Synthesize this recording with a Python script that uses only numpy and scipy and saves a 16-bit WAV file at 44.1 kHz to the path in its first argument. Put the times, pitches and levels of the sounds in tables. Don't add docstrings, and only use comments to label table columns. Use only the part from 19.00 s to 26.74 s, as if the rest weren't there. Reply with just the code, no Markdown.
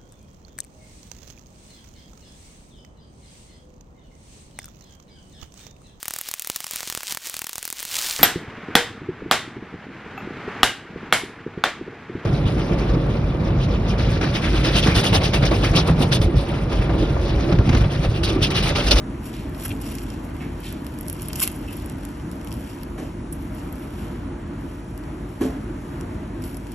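import sys
import numpy as np
from scipy import signal
from scipy.fft import rfft, irfft
from scipy.io import wavfile
from scipy.ndimage import uniform_filter1d, minimum_filter1d

SR = 44100
rng = np.random.default_rng(int(sys.argv[2]) if len(sys.argv) > 2 else 0)


def invert_db(level):
    return 10 ** (np.asarray(level, dtype=float) / 20)


def generate_wav(sig):
    pcm = np.round(np.clip(np.atleast_2d(sig).T, -1, 1) * 32767).astype(np.int16)
    wavfile.write(sys.argv[1], SR, pcm)


N = 341504

# (frequency [Hz], coherence [0-1])
NEAR_LIKENESS = [(700, .6), (2000, .9), (3000, .55), (4500, .65), (4800, .74), (4950, .76), (5200, .6),
                 (5500, .88), (6200, .88), (6600, .65), (8000, .7), (8400, .86), (8600, .97), (9300, .97),
                 (9600, .86), (10000, .85), (12000, .91), (13800, .86), (14300, .7)]


def pastry():
    dry = snaps() + crushes() + rustle(*grip_db()) + flakes()
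    hands = tail([(1000, 0.002), (12000, 0.0017)], count=1024)[0]
    scattered = signal.oaconvolve(dry, hands)[:N]
    steel = tail([(1000, 0.06), (12000, 0.041)], count=6000)
    bowl = signal.oaconvolve(dry[None], steel, axes=1)[:, :N]
    close = np.array([dry, scattered]) + invert_db(-11) * bowl
    return ports(*close, NEAR_LIKENESS) + invert_db(-16) * kitchen(dry)


# (time [s], fizz energy [dB], shell level re fizz [dB], body level re fizz [dB])
SNAPS = [(.6514, -12, -11, -12), (.6594, -10, -14, -11), (.6925, -24, 4, 1), (.9519, -16, -8, -9),
         (1.7255, -17, -6, -15), (1.8662, -11.5, -12, -8), (2.01, -14, -13, -10), (2.0827, -4.5, -11, -20),
         (2.0983, -6, -10, -10), (2.1283, -12, -6, -17), (2.2199, -9, -8, -23), (2.2293, -16, -10, -17),
         (2.2847, -5, -23, -12), (2.3316, -10, -1, -3), (2.3564, -11, -6, -2), (2.3598, -3, -11, -22),
         (2.374, -14, -10, -25), (2.397, -7.5, -5.5, 1), (2.4017, 2, -10, -9), (2.4345, 4, -13, -7),
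         (2.4544, -8, -13, -13), (2.4758, 0, -8, -1.5), (2.479, -23, -10, -3), (3.8328, -20, -9, 6),
         (4.3242, -22, -14, -22), (4.3261, -13, -29, -29)]
CRACKS = [(2.4064, -13, -6, -13), (2.4116, -9, -9, -7), (2.4157, -9, -8, -2), (2.4185, -4, -6, -7),
          (2.4206, -8, -4, -9), (2.4226, -7, -6, -8), (2.4259, 0, -8, -6), (2.4278, -1, -7, -6),
          (2.4296, -1, -6, -8), (2.4312, -7, -5, -4), (2.4374, -9, -6, -6), (2.4392, -4, -6, -5),
          (2.4435, -7, -4, -8), (2.4455, -10, -5, -6), (2.4492, -14, -5, -7), (2.4595, -22, -4, -2),
          (2.4623, -20, -1, -2), (2.4672, -23, -9, -2), (2.4701, -18, -5, 2)]
CRUMBS = [(0.8904, -25, -4, -2), (1.2481, -31, -2, -3), (1.3663, -29, -5, -4), (1.8454, -24, -9, -2),
          (1.8502, -28, -9, 1), (1.9405, -31, -5, 1), (2.0303, -25, -1, 0), (2.0652, -24.5, -2, -4),
          (2.147, -23, -6, -12), (2.1655, -27, -2, 0), (2.2104, -21, -9, -7), (2.2548, -25, -19, -10),
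          (2.5223, -26, -7, -5), (2.7945, -29, -11, -6), (2.8, -29, 2, 3), (2.9183, -29, -4, -3),
          (2.9851, -28, -8, -5), (3.0335, -30, -1, -1), (3.0889, -28, -2, -6), (3.1985, -37, -4, 12),
          (3.3243, -29, -2, 1), (3.3348, -42, 8, 5), (3.3677, -34, -3, 3), (3.4291, -37, -2, 8),
          (3.447, -24.5, -1, 1), (3.485, -29, 0, -6), (3.5683, -31, -1, -6), (3.6082, -28, -8, -6),
          (7.4215, -30, 5, -1), (7.4393, -28, 11, -10)]
CHIPS = [(0.33, -52, 25, 15), (0.3399, -29, 0, 12), (0.3492, -33, -6, 8), (0.5475, -34, 1, 13),
         (0.5523, -36, -7, 4), (0.6073, -30, 7, 11), (0.6268, -22, -13, -1), (0.7152, -31, 3, 10),
         (0.7254, -20, -7, -9), (0.8039, -37, 2, 0), (0.8137, -30, -3, -2), (0.9916, -31, 3, 8),
         (1.0267, -31, -6, -6), (1.0408, -32, -8, -2), (1.2654, -37, -18, 5), (1.4504, -34, -9, 8),
         (1.7439, -36, -15, 2), (1.8185, -30, -8, -4), (1.9768, -34, -1, 3), (2.0553, -28, -11, -7),
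         (2.0761, -23, -14, -10), (2.2613, -28, -7, 1), (2.5498, -35, -18, -5), (2.5595, -28.5, -5, -6),
         (2.9239, -27, -7, -4), (3.007, -33, -5, -2), (3.1025, -40, 4, 2), (3.1707, -37, -4, -2),
         (3.3563, -28, -6, -2), (3.4124, -33, 5, 4), (3.5172, -27, 2, 9), (3.5492, -39, 8, 2),
         (3.8224, -33, -5, -5), (4.3147, -35, -11, 2), (4.4227, -29, -12, -6), (4.5729, -32, -17, -8),
         (4.7559, -29, -4, -3), (4.796, -28.5, -19, -3), (6.0377, -39, 2, 14), (6.4168, -25, -11, 0),
         (6.9894, -40, -11, 1), (7.174, -43, -4, 10), (7.5445, -36, 12, -3), (7.6692, -39, 14, 7),
         (7.7225, -34, 6, -2)]
# (time [s], fizz energy [dB], depth: shell and body level re fizz [dB])
TICKS = [(.2555, -28, 0), (0.4947, -27, -10), (.5988, -25, 2), (.612, -24, -0.5), (.6811, -15, -10),
         (0.9845, -23, 5.5), (1.1022, -28, 7.5), (1.6038, -25, -14), (1.664, -30, -3), (2.4924, -23, -8),
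         (2.5162, -16.5, -16), (2.5625, -20, -19), (2.5895, -22, -19), (2.8604, -19, -12),
         (2.898, -23.5, 3.5), (3.051, -20, 1.5), (3.3146, -24.5, 2), (3.473, -24, 1), (3.5082, -24, -6),
         (3.5259, -20.5, 1.5), (3.54, -19, -5), (4.7264, -18.5, -10), (5.977, -20, -9), (7.0102, -26, 3.5),
         (7.5695, -18, -10), (7.7187, -23, -4)]


def snaps():
    t, drive = np.arange(256) / SR, np.zeros((3, N))
    ticks = [(s, db, depth_db + .6, depth_db - .6) for s, db, depth_db in TICKS]
    breaks = SNAPS + ticks + CRUMBS + CRACKS + CHIPS
    grit = rng.standard_normal((len(breaks), 256))
    for (s, fizz_db, shell_db, body_db), small_slips in zip(breaks, grit):
        burst = 0.24 * small_slips * np.exp(-t / 0.0012) + (t == t[16])
        burst = burst / np.linalg.norm(burst)
        levels_db = fizz_db - .6, fizz_db + shell_db - .6, fizz_db + body_db - 2.5
        for row, db in zip(drive, levels_db):
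            add(row, s, invert_db(db) * burst)
    return crust(*drive)


# (time [s], length [s], fizz energy [dB], shell level re fizz [dB], body level re fizz [dB])
CRUSHES = [(.635, .005, -13, -15, -12), (0.6502, .013, -4.5, -13, -10), (.691, 0.0087, -18, -6, -1),
           (.813, .012, -14.5, -2.5, -14), (.872, .006, -20, -8, -6), (.914, .01, -17.5, -11, -3),
           (.951, .006, -14, -8, -10), (1.031, .01, -20, -12, -12), (2.727, 0.0092, -14, -20, -20),
           (2.768, .005, -16, -17, -15), (2.82, .006, -23, -9, -7), (4.547, .009, -23, -16, -16),
           (1.9872, .002, -16, -7, -11), (.579, .005, -31, -3, -3), (.617, .008, -20, -14, -11),
           (5.131, .003, -35, -15, -10)]


def crushes():
    t, drive = np.arange(1024) / SR, np.zeros((3, N))
    grits = rng.standard_normal((len(CRUSHES), 4, 1024))
    for (s, length, fizz_db, shell_db, body_db), grit in zip(CRUSHES, grits):
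        bursts = grit[:3] * invert_db(2.7 * grit[3]) * np.exp(-(t / length) ** 4)
        levels_db = fizz_db, fizz_db + shell_db, fizz_db + body_db
        for row, burst, db in zip(drive, bursts, levels_db):
            add(row, s, invert_db(db) * burst / np.linalg.norm(burst))
    return crust(*drive)


def rustle(grip, depth_db):
    firm_db = -50
    shell_db = firm_db + depth_db - 3 + 0.95 * (grip - firm_db)
    body_db = firm_db + depth_db + 4 + 0.66 * (grip - firm_db)
    clumps = invert_db(4.3 * evened(uniform_filter1d(rng.standard_normal(N), size=150)))
    hit = rng.random(N) < 6000 / SR * clumps
    size_db = 2.3 * np.minimum(rng.exponential(1, N), 5)
    grains = hit * rng.standard_normal((3, N)) * invert_db(size_db)
    return crust(*(evened(grains) * invert_db([grip - .6, shell_db - .6, body_db - 5.5])))


# (time
# of hardest grip [s], fizz level [dB], build-up [s], let-go [s], depth [dB])
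SQUEEZES = [(.266, -45.5, 0.065, 0.058, 1.5), (.347, -54, .1, 0.23, 5), (.652, -39.5, 0.11, 0.12, 0.5),
            (.872, -46.5, 0.1, 0.34, 4.5), (.98, -53, 0.33, 0.076, 0), (1.12, -62, 0.089, 0.14, 10),
            (1.253, -56, 0.094, 0.072, -2), (1.415, -61.5, 0.35, 0.55, 4), (1.663, -47.5, 0.092, 0.14, 4),
            (1.86, -57.5, 0.19, 0.51, 0), (2.093, -60, .4, .3, -1), (2.22, -51, 0.21, 0.33, 3.5),
            (2.36, -43, 0.045, 0.33, 1.5), (2.43, -21.5, 0.043, 0.021, -1.5), (2.44, -25, .03, 0.013, -4),
            (2.459, -39, .03, 0.053, 1), (2.74, -53, 0.24, 0.33, 4), (3.056, -60, 0.32, 0.46, 3.5),
            (3.33, -62, .14, 0.16, -9), (3.537, -55.5, 0.21, 0.61, -5.5),
            (3.704, -56.5, 0.54, 0.25, 9.5), (4.0, -60.5, 0.039, 0.26, 9), (4.326, -40.5, .003, 0.042, -7),
           (4.4, -57, 0.11, 0.36, -2), (4.58, -56, 0.12, .3, 2.5), (4.838, -54, 0.29, 0.067, -2),
           (5.011, -54, 0.26, 0.25, 2.5), (5.612, -60.5, .07, 0.49, 1), (5.986, -65, 0.45, .7, -6),
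           (6.296, -61, .09, 0.4, -1), (6.425, -49, 0.034, 0.16, 4.5), (6.923, -62, 0.31, 0.52, -2),
           (7.445, -45, 0.047, 0.19, -2), (7.74, -63, 0.37, .3, 4)]


def grip_db():
    rest_db, span_db = -69.5, 20
    t = np.arange(0, N + 32, 32) / SR
    power, depth = invert_db(2 * rest_db), 0
    for s, db, rise, fall, depth_db in SQUEEZES:
        away = np.maximum((s - t) / rise, (t - s) / fall)
        part = invert_db(2 * (db - span_db * away))
        power = power + part
        depth = depth + part * depth_db
    curves = 10 * np.log10(power), depth / power
    return [np.interp(np.arange(N) / SR, t, curve) for curve in curves]


# (time [s], length [s], level [dB], resonance [Hz], bandwidth [Hz])
FLAKES = [
    (0.6505, 0.0114, -34, 1750, 1200),
    (0.7035, 0.007, -35.5, 2800, 690),
    (2.4162, 0.00486, -31, 1330, 420),
    (2.42, 0.01, -35, 2300, 470),
    (2.428, 0.013, -36.5, 590, 250),
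    (4.3245, 0.0068, -34, 8700, 420),
    (1.666, 0.015, -46, 3100, 1000),
    (.713, 0.005, -33.5, 2940, 990),
    (2.426, .01, -41, 2300, 900),
    (2.3, .008, -41, 2500, 2000),
]


def flakes():
    dry = np.zeros(N)
    grits = rng.standard_normal((len(FLAKES), 2, 2048))
    for (s, length, db, hz, width_hz), grit in zip(FLAKES, grits):
        burst = grit[0] * invert_db(0.94 * grit[1]) * (np.arange(2048) < length * SR)
        band = signal.butter(2, [hz - width_hz / 2, hz + width_hz / 2], "band", fs=SR)
        tone = signal.lfilter(*band, burst)
        add(dry, s, invert_db(db) * tone / np.linalg.norm(tone) * np.sqrt(length * SR))
    return dry


# (frequency [Hz], spectral density [dB per Hz])
CRUST = [(700, -12.5), (1500, -18.5), (2300, -13), (3100, -11.5), (4000, -17), (5100, -13.5), (6500, -11),
         (8000, -8), (9500, -4), (11000, 0.5), (12100, -5.5), (13000, -18), (14000, -22), (15200, -34),
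         (16200, -48.5)]


def crust(fizz, shell, body):
    high = colour(fizz, CRUST, lo_hz=8660)
    middle = colour(shell, CRUST, 3700, 8800)
    low = colour(body, CRUST, 800, 4840)
    return high + middle + low


def clatter():
    dry = np.zeros(N)
    dishes(dry)
    door(dry)
    return invert_db(-2.5) * ports(dry, dry, FAR_LIKENESS) + invert_db(-9) * kitchen(dry)


# (time [s], peak [dB], ring pitch [Hz], bandwidth [Hz], scrape decay [s], ring level [dB])
DISHES = [
    (0.333, -47.5, 2600, 1440, 0.078, -25),
    (1.402, -44.5, 1813, 1000, 0.059, 2.5),
    (1.642, -45.5, 2656, 1600, 0.082, -3),
    (2.677, -38, 2640, 350, 0.037, -7.5),
]
# (pitch ratio [1], level [dB], t60 [s])
CHINA = [
    [(1, -9, .2), (1.2, -12, .2)],
    [(1, -13, .3), (1.155, -5.5, 0.37), (1.232, -11, 0.29), (1.44, -10, .25)],
    [(1, -6, .45), (.694, -7, 0.33), (1.5, -11, .3), (1.317, -9, .25), (1.6, -14, .4)],
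    [(1, -4, .25), (.78, -11, 0.36), (1, -11, 0.31), (1.44, -23, .12), (1.64, -23, .12)],
]


def dishes(dry):
    t = np.arange(8000) / SR
    for (s, db, hz, width_hz, length, ring_db), modes in zip(DISHES, CHINA):
        scrape = rng.standard_normal(len(t)) * np.exp(-t / length)
        band = signal.butter(2, [max(hz - width_hz / 3, 300), hz + width_hz], "band", fs=SR)
        knock = 1.9 * signal.lfilter(*band, scrape)
        tuned = [(hz * ratio, mode_db, t60) for ratio, mode_db, t60 in modes]
        china = ring(tuned, t) * (1 - np.exp(-t / 0.0043))
        add(dry, s, invert_db(db + 6.5) * (knock + invert_db(ring_db) * china))


# (time [s], peak [dB], rattle level [dB],
# pitch from [Hz], pitch to [Hz], blow length [s])
THUDS = [
    (.69, -23.5, -6, 105, 101, 0.067),
    (1.405, -27.5, -2, 260, 240, 0.028),
    (3.979, -24.5, 3, 287, 302, 0.0306),
    (6.41, -9.5, -5, 226, 480, 0.028),
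]
# (frequency [Hz], spectral density [dB per Hz])
RATTLE = [(100, -11.5), (170, -4.5), (260, -1.5), (440, -11.5), (600, -8.5), (900, -20), (1600, -25),
          (2500, -31.5), (5000, -37), (9000, -37), (11500, -31), (12500, -58), (13500, -54)]
# (frequency [Hz], level [dB], t60 [s])
DOOR = [(120, -12, .2), (524, -13, 0.1), (805, -3, 0.033), (1080, -17, 0.08), (1688, -13, 0.04)]


def door(dry):
    t = np.arange(8000) / SR
    rebound_modes = [(262.3, -2.5, 0.31), (437, -4.5, 0.2), (690, -16, 0.19), (562, -16.0, 0.29)]
    rebound = ring(rebound_modes, t) * (1 - np.exp(-t / 0.0023))
    for s, db, rattle_db, from_hz, to_hz, blow_s in THUDS:
        shut = np.minimum(t / blow_s, 1)
        leaf = np.sin(2 * np.pi * np.cumsum(from_hz + (to_hz - from_hz) * shut) / SR)
        blow = (0.91 * leaf + ring(DOOR, t)) * np.sin(np.pi * shut ** 0.91) ** 1.8
        shake = rng.standard_normal(len(t)) * np.exp(-t / 0.045) * np.minimum(t / .007, 1)
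        rattle = colour(shake, RATTLE)
        add(dry, s - .003, invert_db(db - 1.0) * (blow + invert_db(rattle_db - 5) * rattle))
        add(dry, s + 0.036, invert_db(db - 7.5) * rebound)


# (frequency [Hz], spectral density [dB per Hz])
RUMBLE = [(22, -21), (32, -43), (45, -4), (70, 0.66), (110, -5.5), (200, -5), (290, -2.5), (350, -9),
          (420, -17.5), (520, -19), (900, -20), (1500, -24.5), (2600, -33), (4500, -43.5)]
# (frequency [Hz], spectral density [dB per Hz])
HISS = [(3000, -22), (5000, -2), (8000, 0), (9500, 5), (11300, -4), (12000, -12), (12800, -20),
        (13500, -26), (15000, -42)]
# (frequency [Hz], level [dB])
HUM = [
    (48.0, -42),
    (861.3, -59.5),
    (969.0, -58),
]


def fans():
    drift = uniform_filter1d(rng.standard_normal((3, N)), size=6000)
    waver = evened(uniform_filter1d(drift, size=6000))
    hum = 0
    for (hz, db), pitch_waver, level_waver in zip(HUM, waver, waver[::-1]):
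        turns = np.cumsum(hz + 1.51 * pitch_waver) / SR
        hum = hum + invert_db(db + 5.0 + 1.1 * level_waver) * np.sin(2 * np.pi * turns)
    rumble = invert_db(-31.28) * ducts(noise(RUMBLE + [(7000, -69.5)], patchy_db=0.81, swell_db=0.99))
    hiss = invert_db(-56.5) * noise([(1500, 1.5)] + HISS, patchy_db=0.93, swell_db=0.81)
    return ports(*(rumble + hiss + hum * np.array([[1], [0]])), FAR_LIKENESS)


# (frequency [Hz], bandwidth [Hz], lift [dB])
DUCTS = [(68, 16, 3.5), (105, 13, 4), (124.5, 7.6, 3), (151.7, 10.4, 5), (215, 9.4, 2.5), (260, 8.2, 2),
         (290.6, 8.3, 2.5), (351, 26, 5.5), (461, 30, 4.5), (617.2, 26, 7.5)]


def ducts(x):
    hz = np.fft.rfftfreq(N, 1 / SR)
    lift_db = sum(db / (1 + (2 * (hz - f) / width_hz) ** 2) for f, width_hz, db in DUCTS)
    return evened(irfft(rfft(x) * invert_db(lift_db), N))


# (frequency [Hz], t60 [s])
KITCHEN = [(150, 0.25), (400, 0.3), (1000, 0.49), (3000, 0.27), (8000, 0.21), (14000, 0.059)]
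# (frequency [Hz], coherence [0-1])
FAR_LIKENESS = [(210, 1), (400, .85), (700, .35), (1150, .1), (1900, .8), (2800, .35), (4200, .4),
                (4600, .6), (4800, .8), (4980, .83), (5200, .6), (5500, .9), (6200, .9), (6600, .75),
                (8000, .75), (8400, .94), (9600, .94), (10000, .8), (12000, .95)]


def kitchen(x):
    reverberant = signal.fftconvolve(x[None], tail(KITCHEN, count=SR), axes=1)
    return ports(*reverberant[:, :N], FAR_LIKENESS)


# (frequency [Hz], phase [rad])
PORTS = [(90, 0), (400, -.2), (800, .8), (1500, -.2), (2100, .15), (2800, 1), (4250, 1.1), (4600, 2),
         (4800, 2.9), (4990, 3.4), (5150, 4.6), (5450, 6.15), (6200, 6.35), (8150, 8.35), (8450, 9.15),
         (9350, 9.7), (11500, 11.6), (11900, 12.4), (13800, 12.7), (14300, 14.7)]


def ports(a, b, likeness):
    hz = np.fft.rfftfreq(N, 1 / SR)
    same = np.clip(read(likeness, hz), 0, 1)
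    turn = np.exp(.5j * read(PORTS, hz))
    left = rfft(a) * turn
    right = (same * rfft(a) + np.sqrt(1 - same ** 2) * rfft(b)) / turn
    return irfft(np.array([left, right]), N)


def tail(decays, count):
    hz, t, z = signal.stft(rng.standard_normal((2, count)), SR, nperseg=128)
    t60 = np.clip(read(decays, hz), .002, 3)[:, None]
    out = signal.istft(z * invert_db(-60 * t / t60), SR, nperseg=128)[1]
    return out / np.linalg.norm(out, axis=1)[:, None]


def ring(modes, t):
    return sum(invert_db(db - 60 * t / t60) * np.sin(2 * np.pi * hz * t) for hz, db, t60 in modes)


def noise(points, patchy_db, swell_db):
    frames, hz = N // 512 + 5, np.fft.rfftfreq(2048, 1 / SR)
    a, b, c, d, patches = rng.standard_normal((frames, 1025, 5)).T
    patches = uniform_filter1d(patches, size=20, axis=0)
    patches = evened(uniform_filter1d(patches, size=8, axis=1))
    swell = evened(uniform_filter1d(rng.standard_normal(frames), size=30))
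    level_db = read(points, hz)[:, None] + patchy_db * patches + swell_db * swell
    z = np.array([a + 1j * b, c + 1j * d]) * invert_db(level_db)
    return evened(signal.istft(z, nperseg=2048, noverlap=1536)[1][:, :N])


def colour(x, points, lo_hz=1, hi_hz=30000):
    hz = abs(np.fft.fftfreq(4096, 1 / SR)) + 1
    edges = 1 / ((1 + (lo_hz / hz) ** 8) * (1 + (hz / hi_hz) ** 8))
    log_gain = np.log(invert_db(read(points, hz)) * edges + 1e-5)
    phase = -signal.hilbert(log_gain).imag
    taps = np.fft.ifft(np.exp(log_gain + 1j * phase)).real[:2048]
    return signal.oaconvolve(x, taps / np.linalg.norm(taps))[:len(x)]


def evened(x):
    return x / np.sqrt(np.mean(x ** 2) + 1e-20)


def read(points, hz):
    f, value = np.transpose(points)
    return np.interp(np.log(hz + 1), np.log(f + 1), value)


def add(mix, s, sound):
    part = mix[round(s * SR):][:len(sound)]
    part += sound[:len(part)]


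def scene():
    return pastry() + clatter() + fans()


def band_limit(x):
    return signal.sosfilt(signal.butter(12, 16440, fs=SR, output="sos"), x)


# (frequency [Hz], level [dB])
QUIET = [(4000, -110), (11000, -91.5), (12500, -90), (16000, -92)]


def record(dry):
    cut = signal.sosfilt(signal.butter(6, 36, "high", fs=SR, output="sos"), dry)
    cut = .55 * np.tanh(cut / .55)
    pair = np.array([cut[0] + cut[1], cut[0] - cut[1]]) / 2
    hz, t, z = signal.stft(pair, SR, nperseg=2048, noverlap=1024)

    starts = np.r_[np.arange(0, 240, 8), np.arange(240, len(hz), 16)]
    widths = np.diff(np.r_[starts, len(hz)])
    bands = np.add.reduceat(abs(z) ** 2, starts, axis=1) / widths[:, None]
    level_db = 10 * np.log10(np.repeat(bands, widths, axis=1) + 1e-20)

    chance = evened(uniform_filter1d(rng.standard_normal(bands.shape), size=3))
    spared = (chance > 1.7) * (hz[starts, None] > 12500)
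    judged_db = level_db + np.repeat(2 * chance + 12 * spared, widths, axis=1)
    buried = (judged_db < level_db[::-1] - 8.5) & (hz[:, None] > 4300)
    loudest_treble_db = level_db[:, 440:].max((0, 1))
    masked = (judged_db < loudest_treble_db - 33) & (hz[:, None] > 13000)

    treble = np.diff(pair[0], 2, prepend=[0, 0]) ** 2
    peaky = uniform_filter1d(treble, size=128) / (uniform_filter1d(treble, size=2048) + 1e-20)
    peakiest = -minimum_filter1d(-peaky, size=1024)
    click = np.interp(t * SR, np.arange(N), peakiest) > invert_db(17)
    faint = masked | (judged_db < read(QUIET, hz)[:, None] - 4 * click)
    dropped = faint | (buried & ~click)
    kept = signal.istft(z * ~dropped, SR, nperseg=2048, noverlap=1024)[1][:, :N]

    needle = np.minimum(2 * uniform_filter1d(1. * (peaky > invert_db(17)), size=128), 1)
    mid, side = kept + needle * (pair - kept)
    return band_limit(np.array([mid + side, mid - side]))


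dry = scene()
out = record(dry)
generate_wav(out)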